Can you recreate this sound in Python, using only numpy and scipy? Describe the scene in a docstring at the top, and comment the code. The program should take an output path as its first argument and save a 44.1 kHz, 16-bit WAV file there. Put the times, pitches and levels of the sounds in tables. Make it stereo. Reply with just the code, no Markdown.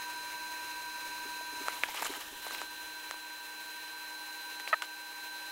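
"""Two laptops under full load blow their fans in a quiet room, close to a hand-held camera.
Turbulent air hisses through resonant vents; blade tones whine, and tones of nearly equal pitch beat.
One blade tone glides down and throbs against its neighbour.
The camera swoops to a keyboard and settles farther back, which reshapes the hiss and the whines.
Its case ticks (struck modes), bumps, rubs (tiny catches) and creaks (stick-slip) in the hand."""
import sys
import numpy as np
from scipy import signal
from scipy.fft import rfft, irfft
from scipy.io import wavfile

SR = 44100
rng = np.random.default_rng(int(sys.argv[2]) if len(sys.argv) > 2 else 0)


def int16_out(signal):
    """Quantize to a 16-bit WAV file."""
    q = np.round(np.clip(np.atleast_2d(signal).T, -1, 1) * 32767)
    wavfile.write(sys.argv[1], SR, q.astype(np.int16))


N = 242991
TIME, FREQS = np.arange(N) / SR, np.fft.rfftfreq(N, 1 / SR)

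# the camera's path:
# (time [s], place [1 = first, 0 = second], closeness to the keyboard [0-1])
CAMERA_PATH = [(0, 0.99, 0.14), (1.7, 0.97, 0.17), (1.85, 1, 1), (2.0, 0.39, 0.8), (2.33, 0.034, 0.97),
               (2.5, 0.031, 0.7), (2.75, 0.081, 0.52), (3.2, 0, 0.3), (5.0, 0, 0.14), (5.5, 0.089, 0.3)]


def gain_of(db):
    """Level law: amplitude is ten to the power of decibels over twenty."""
    return 10 ** (np.asarray(db) / 20)


def evened(x):
    """Normalisation to unit rms, the root of the mean power."""
    return x / np.sqrt(np.mean(x ** 2) + 1e-20)


def spectrum(points, hz=FREQS):
    """Spectral envelope: each column of a table interpolated along log frequency."""
    table_hz, *columns = np.transpose(points)
    return np.squeeze([np.interp(np.log(hz + 1), np.log(table_hz), c) for c in columns])


def curve(rows, t=TIME):
    """Time envelope: each column of a table interpolated along time."""
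    s, *columns = np.transpose(rows)
    return np.squeeze([np.interp(t, s, c) for c in columns])


def sides(pan_db):
    """Level-difference stereo: left and right gains half the difference above and below."""
    return gain_of([[pan_db / 2], [-pan_db / 2]])


def add(mix, s, sound, pan_db=0):
    """Superposition: adds a mono sound at a time in seconds and a left-right difference in dB."""
    part = mix[:, round(s * SR):][:, :len(sound)]
    part += sides(pan_db) * sound[:part.shape[1]]


def drift(rate_hz):
    """Low-passed noise: a slow random motion of about unit rms, weak above its rate."""
    coarse = rng.standard_normal(N // 100)
    hz = np.fft.rfftfreq(len(coarse), TIME[-1] / len(coarse))
    slow = irfft(rfft(coarse) / (1 + (hz / rate_hz) ** 2), len(coarse))
    return np.interp(TIME, np.linspace(0, TIME[-1], len(slow)), evened(slow - slow.mean()))


def ring(hz, t60):
    """Damped mode: a sinusoid whose exponential decay loses 60 dB in t60 seconds."""
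    t = TIME[:SR // 10]
    return np.sin(2 * np.pi * hz * t) * np.exp(-np.log(1000) * t / t60)


def minimum_phase(points, size=512):
    """Minimum phase: the Hilbert transform of log gain gives the most front-loaded impulse."""
    hz = abs(np.fft.fftfreq(size, 1 / SR))
    log_gain = np.log(gain_of(spectrum(points, hz)))
    pulse = np.fft.ifft(np.exp(np.conj(signal.hilbert(log_gain)))).real
    return pulse / abs(pulse).max()


def thinned(x, hz):
    """Radiation efficiency: small plastic parts radiate almost no bass."""
    return signal.sosfilt(signal.butter(3, hz, "highpass", fs=SR, output="sos"), x)


def room(x, t60=0.17, wet_db=-17):
    """Reverberation: desk and walls scatter a short, faint, exponentially decaying tail."""
    t = TIME[:SR // 3]
    decay = np.exp(-np.log(1000) * t / t60)
    tail = rng.standard_normal((2, len(t))) * decay * (t > .004)  # 4 ms before the first scatter
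    tail /= np.linalg.norm(tail[0])
    return x + gain_of(wet_db) * signal.fftconvolve(x, tail, axes=1)[:, :N]


def creak(pan_db=1, jitter=.04):
    """Stick-slip: jerks of the grip ring the case, slowing and weakening as strain is spent."""
    # modes of the case: (frequency [Hz], t60 [s], relative level [dB])
    case_modes = [(970, .02, -10), (1280, .007, 0), (1730, .009, 0), (2380, .006, -16), (3600, .004, -21)]
    start_s, length_s = 4.7288, .0172
    first_per_s, last_per_s = 658, 260  # rate of the slips
    first_db, fade_db = -11, -9.5  # peak of a slip before bass thinning, and its change by the end
    knee = 2.5  # higher = the slips hold steady for longer

    body = sum(gain_of(db) * ring(hz, t60) for hz, t60, db in case_modes)
    body = np.convolve(body, signal.windows.hann(13))  # softens each jerk
    body = body / abs(body).max()
    out, since = np.zeros((2, N)), 0
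    while since < length_s:
        spent = (since / length_s) ** knee
        add(out, start_s + since, gain_of(first_db + fade_db * spent) * body, pan_db)
        slips_per_s = first_per_s + (last_per_s - first_per_s) * spent
        since += np.exp(jitter * rng.standard_normal()) / slips_per_s
    return out


def bumps(low_hz=290, high_hz=390, t60=0.059, soft_s=0.0044, pan_db=2):
    """Soft impact: a slow contact lets fingertips excite two low modes of the camera."""
    # soft bumps of the fingers: (time [s], gain on the two modes [dB])
    touches = [(1.093, -46), (1.253, -38), (1.527, -42), (1.606, -34.5), (1.839, -54), (2.014, -37),
               (2.095, -30), (2.168, -41), (2.321, -41), (2.63, -49)]
    out = np.zeros((2, N))
    onset = 1 - np.exp(-TIME[:SR // 10] / soft_s)
    thud = (ring(low_hz, t60) + ring(high_hz, t60)) * onset
    for s, db in touches:
        add(out, s, gain_of(db) * thud, pan_db)
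    return out


def pressure():
    """Power addition of strokes and grip: finger force as a level [dB] and its side [dB]."""
    # fingers sliding on the case:
    # (start [s], length [s], force level [dB], left-right difference [dB])
    strokes = [(1.659, .02, -44.5, 2), (1.697, 0.094, -46.5, -1), (1.837, .002, -39, -1),
               (1.88, 0.032, -43, 1), (1.945, 0.085, -39.5, 0.5), (2.047, 0.019, -34.5, 0.5),
               (2.095, 0.068, -43.5, 1), (2.206, .004, -40, 0), (2.423, .06, -45.5, 2),
               (2.507, 0.041, -42.5, 6.5), (2.574, 0.054, -46, 5.5), (4.6, 0.0035, -45.5, -2),
               (4.677, 0.013, -42, 0), (4.826, 0.02, -44, 0)]
    attack_s, release_s = 0.0047, 0.017  # a stroke bites quickly and lets go more slowly
    grip_db, grip_middle_s, grip_width_s = -49, 1.98, 0.35  # the whole hand shifts in the swoop

    forces = []
    for s, length, db, _ in strokes:
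        rise = np.minimum(TIME - s, 0) / attack_s
        fall = np.maximum(TIME - s - length, 0) / release_s
        forces.append(gain_of(db) * np.exp(rise - fall))
    power = np.array(forces) ** 2
    grip = gain_of(grip_db) * np.exp(-((TIME - grip_middle_s) / grip_width_s) ** 2)
    total = power.sum(0) + grip ** 2 + 1e-12
    pan_db = np.transpose(strokes)[-1] @ power / total  # weighted by each stroke's power
    return 10 * np.log10(total), pan_db


def rub(grains_per_s=900, spread_db=1.3, patchy_db=3.0, ring_cycles=12, apart=0.52,
        brighten=0.19, light_db=-46, count=16):
    """Friction as shot noise: skin catches on plastic ring briefly, brighter under firmer force."""
    # colour of the rubbing: (frequency [Hz], relative level [dB])
    rub_colour = [(140, -28.5), (300, -16), (550, -8.5), (900, 1), (1600, -1), (3200, 4.5), (5500, -1.5),
                  (8000, 0.5), (14000, 1)]
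    level_db, pan_db = pressure()
    out = np.zeros((2, N))
    for hz in np.geomspace(150, 13000, count):
        catches = np.zeros((2, N))
        at = np.nonzero(rng.random((2, N)) < grains_per_s / SR)
        when = at[1]
        size_db = spread_db * np.minimum(rng.exponential(1, len(when)), 4)
        size_db += patchy_db * drift(25)[when]
        catches[at] = gain_of(size_db) * rng.choice([-1, 1], len(size_db))
        force_db = level_db[when]
        press_db = force_db + brighten * (force_db - light_db) * np.log10(hz / 1000)
        catches[at] = evened(catches)[at] * gain_of(press_db + spectrum(rub_colour, hz))
        grain = thinned(ring(hz, ring_cycles / hz), hz / 2)
        grain /= np.linalg.norm(grain)
        out += signal.oaconvolve(catches, grain[None])[:, :N] / np.sqrt(count)
    middle, side = out[0], apart * out[1]
    return gain_of([pan_db / 2, -pan_db / 2]) * np.array([middle + side, middle - side])


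def ticks():
    """Impact: each tick is a broadband snap and one briefly ringing mode of plastic."""
    # ticks of the camera's case: (time [s], ring gain [dB], ring frequency [Hz], ring t60 [s],
    # snap gain [dB], left-right difference [dB])
    taps = [(1.410, -37, 686, 0.016, -52, 3), (1.684, -12.5, 1400, 0.0055, -17.5, -8.5),
            (1.836, -7.5, 2330, 0.004, -31, 1), (1.8394, -22, 1660, 0.013, -42, 5),
            (1.888, -30.5, 890, 0.031, -44, 0), (1.948, -23.5, 1140, 0.0048, -26, 6),
            (2.0243, -20, 920, 0.014, -35, -5), (2.029, -26, 1670, 0.011, -36, 3),
            (2.138, -34, 1900, 0.019, -27, 1.5), (2.151, -33.5, 3060, 0.015, -40, 0),
            (2.209, -41, 1870, .02, -33, 1), (2.467, -25, 940, 0.0054, -31, -18),
            (2.509, -24.5, 1560, 0.0036, -40, 15), (2.549, -30, 2520, 0.0052, -29, 18),
            (2.6167, -22.5, 1510, 0.0026, -28, 20), (3.1111, -19, 1520, 0.0023, -20.5, 14.5),
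            (3.142, -32.5, 1100, 0.0068, -48, 7), (4.599, -37, 2000, .01, -26, 2),
            (4.6764, -19.5, 2480, 0.0042, -42, 0), (4.8215, -18, 3060, 0.0021, -18.5, 1.5),
            (4.8233, -25.5, 1494, 0.03, -17.5, .5)]
    # colour of the snap: (frequency [Hz], relative level [dB])
    snap_colour = [(150, -39), (450, 2), (1500, 12.5), (3500, 6.5), (5000, 2), (8000, 1.5), (11500, -10.5),
                   (15500, -9.5)]
    out, snap = np.zeros((2, N)), minimum_phase(snap_colour)
    for s, ring_db, hz, t60, snap_db, pan_db in taps:
        add(out, s, gain_of(ring_db) * ring(hz, t60), pan_db)
        add(out, s, gain_of(snap_db) * snap, pan_db)
    return out


def air(flutter_db=0.87):
    """Turbulent noise filtered by vent resonances; its colour follows the camera's place."""
    # basic rush: (frequency [Hz], part common to both microphones [dB per Hz],
    # part of their difference [dB per Hz])
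    rush = [(30, -106, -107), (68.4, -108, -109), (130, -108, -109), (222, -100, -102), (337, -92, -100.5),
            (534, -92, -96.5), (885, -92, -94), (1030, -85, -110), (1270, -91.5, -87), (2060, -90, -99.5),
            (2850, -89, -88), (4180, -92, -100), (8200, -94, -93.5), (15100, -93.5, -94)]
    # resonances of the vents: (frequency [Hz], width [Hz], boost of the common part [dB])
    vents = [(619, 130, 3.5), (1590, 630, 6), (1840, 140, 7.5), (2282, 390, 7.5), (2618, 460, 8.5),
             (3950, 910, 4.5), (6200, 1100, 2), (9800, 500, 1.5)]
    # extra rush at the camera's first place: (frequency [Hz], boost [dB])
    near_boost = [(40, 14), (130, 11.5), (330, 3.5), (900, 2), (1300, 3.5), (1900, 1.5), (2500, 2.5),
                  (3300, 0), (4200, 3), (5700, 2.5), (6400, 5.5), (7400, 1.5), (9300, 3), (11000, 1),
                  (15000, 1)]
    # change of the rush just above the keyboard: (frequency [Hz], boost [dB])
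    keys_boost = [(60, 18.5), (170, 7.5), (700, 0), (1300, -0.5), (1650, 3), (2300, -7.5), (2700, -1.5),
                  (3100, 6), (3600, 3.5), (4200, -2.5), (6000, 1.5), (12000, 0.5)]

    colour = spectrum(rush)
    for hz, width, db in vents:
        colour[0] += db / (1 + (2 * (FREQS - hz) / width) ** 2) ** 2
    flow = rfft(rng.standard_normal((2, N))) * gain_of(colour) * np.sqrt(SR / 2)
    far = irfft(flow, N)
    first = irfft(flow * gain_of(spectrum(near_boost)), N)
    over_keys = irfft(flow * gain_of(spectrum(keys_boost)), N)

    near, keys = curve(CAMERA_PATH)
    off_keys = far + near * (first - far)
    common, apart = (1 - keys) * off_keys + keys * over_keys
    return np.array([common + apart, common - apart]) * gain_of(flutter_db * drift(20))


def slowing_fan(pan_db=0.0):
    """Beating: a fan throttles back, its tone gliding to throb against the tone just above."""
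    from_hz, to_hz = 960, 813.3
    start_s, glide_s, rise_s = 3.98, .33, .1
    level_db = -62.5  # rms, once risen
    since = np.maximum(TIME - start_s, 0)
    eased = np.sin(np.pi / 2 * np.minimum(since / glide_s, 1)) ** 2
    hz = from_hz + (to_hz - from_hz) * eased
    level = gain_of(level_db) * np.minimum(since / rise_s, 1)
    return sides(pan_db) * level * np.sqrt(2) * np.sin(2 * np.pi * np.cumsum(hz) / SR)


def whines(wander=.0003, flutter_db=1.0, fuzz=0.034, trim_db=0.3):
    """Blade and motor tones: speed modulates frequency, rough inflow modulates phase and level."""
    # fan tones; the pair near 965 Hz beats: (frequency [Hz], level at the first place [dB before trim],
    # level at the second [dB before trim], left-right difference [dB], share of the shielding [0-1])
    tones = [(311.8, -64, -65.5, 1.5, 0), (474, -73, -73, 0, 0), (826.6, -64, -64, 1.5, 0),
             (960.0, -56, -57.5, 1.5, .2), (971.4, -47.1, -56.3, 2, .3), (1440, -67, -67, 0, .5),
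             (1559.3, -45.8, -48.3, -3.7, 1), (2880, -68, -69, 0, .3), (3119, -72, -71, 0, 1),
             (3840, -66, -70, 0, .3), (4054, -49.5, -50.5, 0, .8), (4678, -76, -73, 0, 1),
             (5013, -65, -72, 0, 1), (5974, -77, -73, 0, 1), (6572, -67, -76, 0, 1),
             (9352.6, -67, -79, 0, .5)]
    # shielding of the beamed tones while the camera swoops: (time [s], left [dB], right [dB])
    shielding = [(1.72, -0.5, -2), (1.85, -6.5, -17), (2.02, -2.5, -16), (2.15, 1.5, -16.5),
                 (2.32, -16, -8), (2.46, -2, 0), (3.2, -2.5, -1.5), (4.4, 0, 0.5)]
    lead_per_db = .14  # phase lead of the nearer microphone [radians per dB of level difference]

    near, shade = curve(CAMERA_PATH)[0], curve(shielding)
    out = np.zeros((2, N))
    seconds_turned = np.cumsum(1 + wander * drift(1.47)) / SR  # time warped by the fan speed
    for hz, first_db, second_db, pan_db, beamed in tones:
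        phase = 2 * np.pi * hz * seconds_turned + fuzz * drift(40)
        lead = lead_per_db * pan_db * np.array([[.5], [-.5]])  # the louder side hears it earlier
        place_db = second_db + near * (first_db - second_db)
        level_db = place_db + beamed * shade + flutter_db * drift(36)
        tone = np.sqrt(2) * np.sin(phase + lead)
        out += sides(pan_db) * gain_of(level_db + trim_db) * tone
    return out


def scene():
    """Superposition of the fans and the hand on the camera."""
    handling = room(thinned(ticks(), hz=400))
    handling = handling + thinned(bumps(), hz=250) + thinned(creak(), hz=830) + rub()
    return sides(pan_db=1.1) * air() + whines() + slowing_fan() + handling


def record(dry, threshold_db=-31, squeeze=0.29, recover_db_per_s=12, lag_s=0.012):
    """Compression: loud handling ducks the whole mix, which recovers slowly; then a low-pass."""
    keep = np.exp(-1 / (lag_s * SR))
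    power = signal.lfilter([1 - keep], [1, -keep], (dry ** 2).mean(0))
    power_db = 10 * np.log10(power + 1e-12)
    fall = TIME * recover_db_per_s
    held_db = np.maximum.accumulate(power_db + fall) - fall  # peaks held, falling at a steady rate
    over_db = np.maximum(held_db - threshold_db, 0)
    ducked = dry / gain_of(squeeze * signal.lfilter([1 - keep], [1, -keep], over_db))
    edge = signal.firwin(511, 15820, window=("kaiser", 9), fs=SR)  # cutoff in Hz
    return signal.oaconvolve(ducked, edge[None], "same")


dry = scene()
out = record(dry)
int16_out(out)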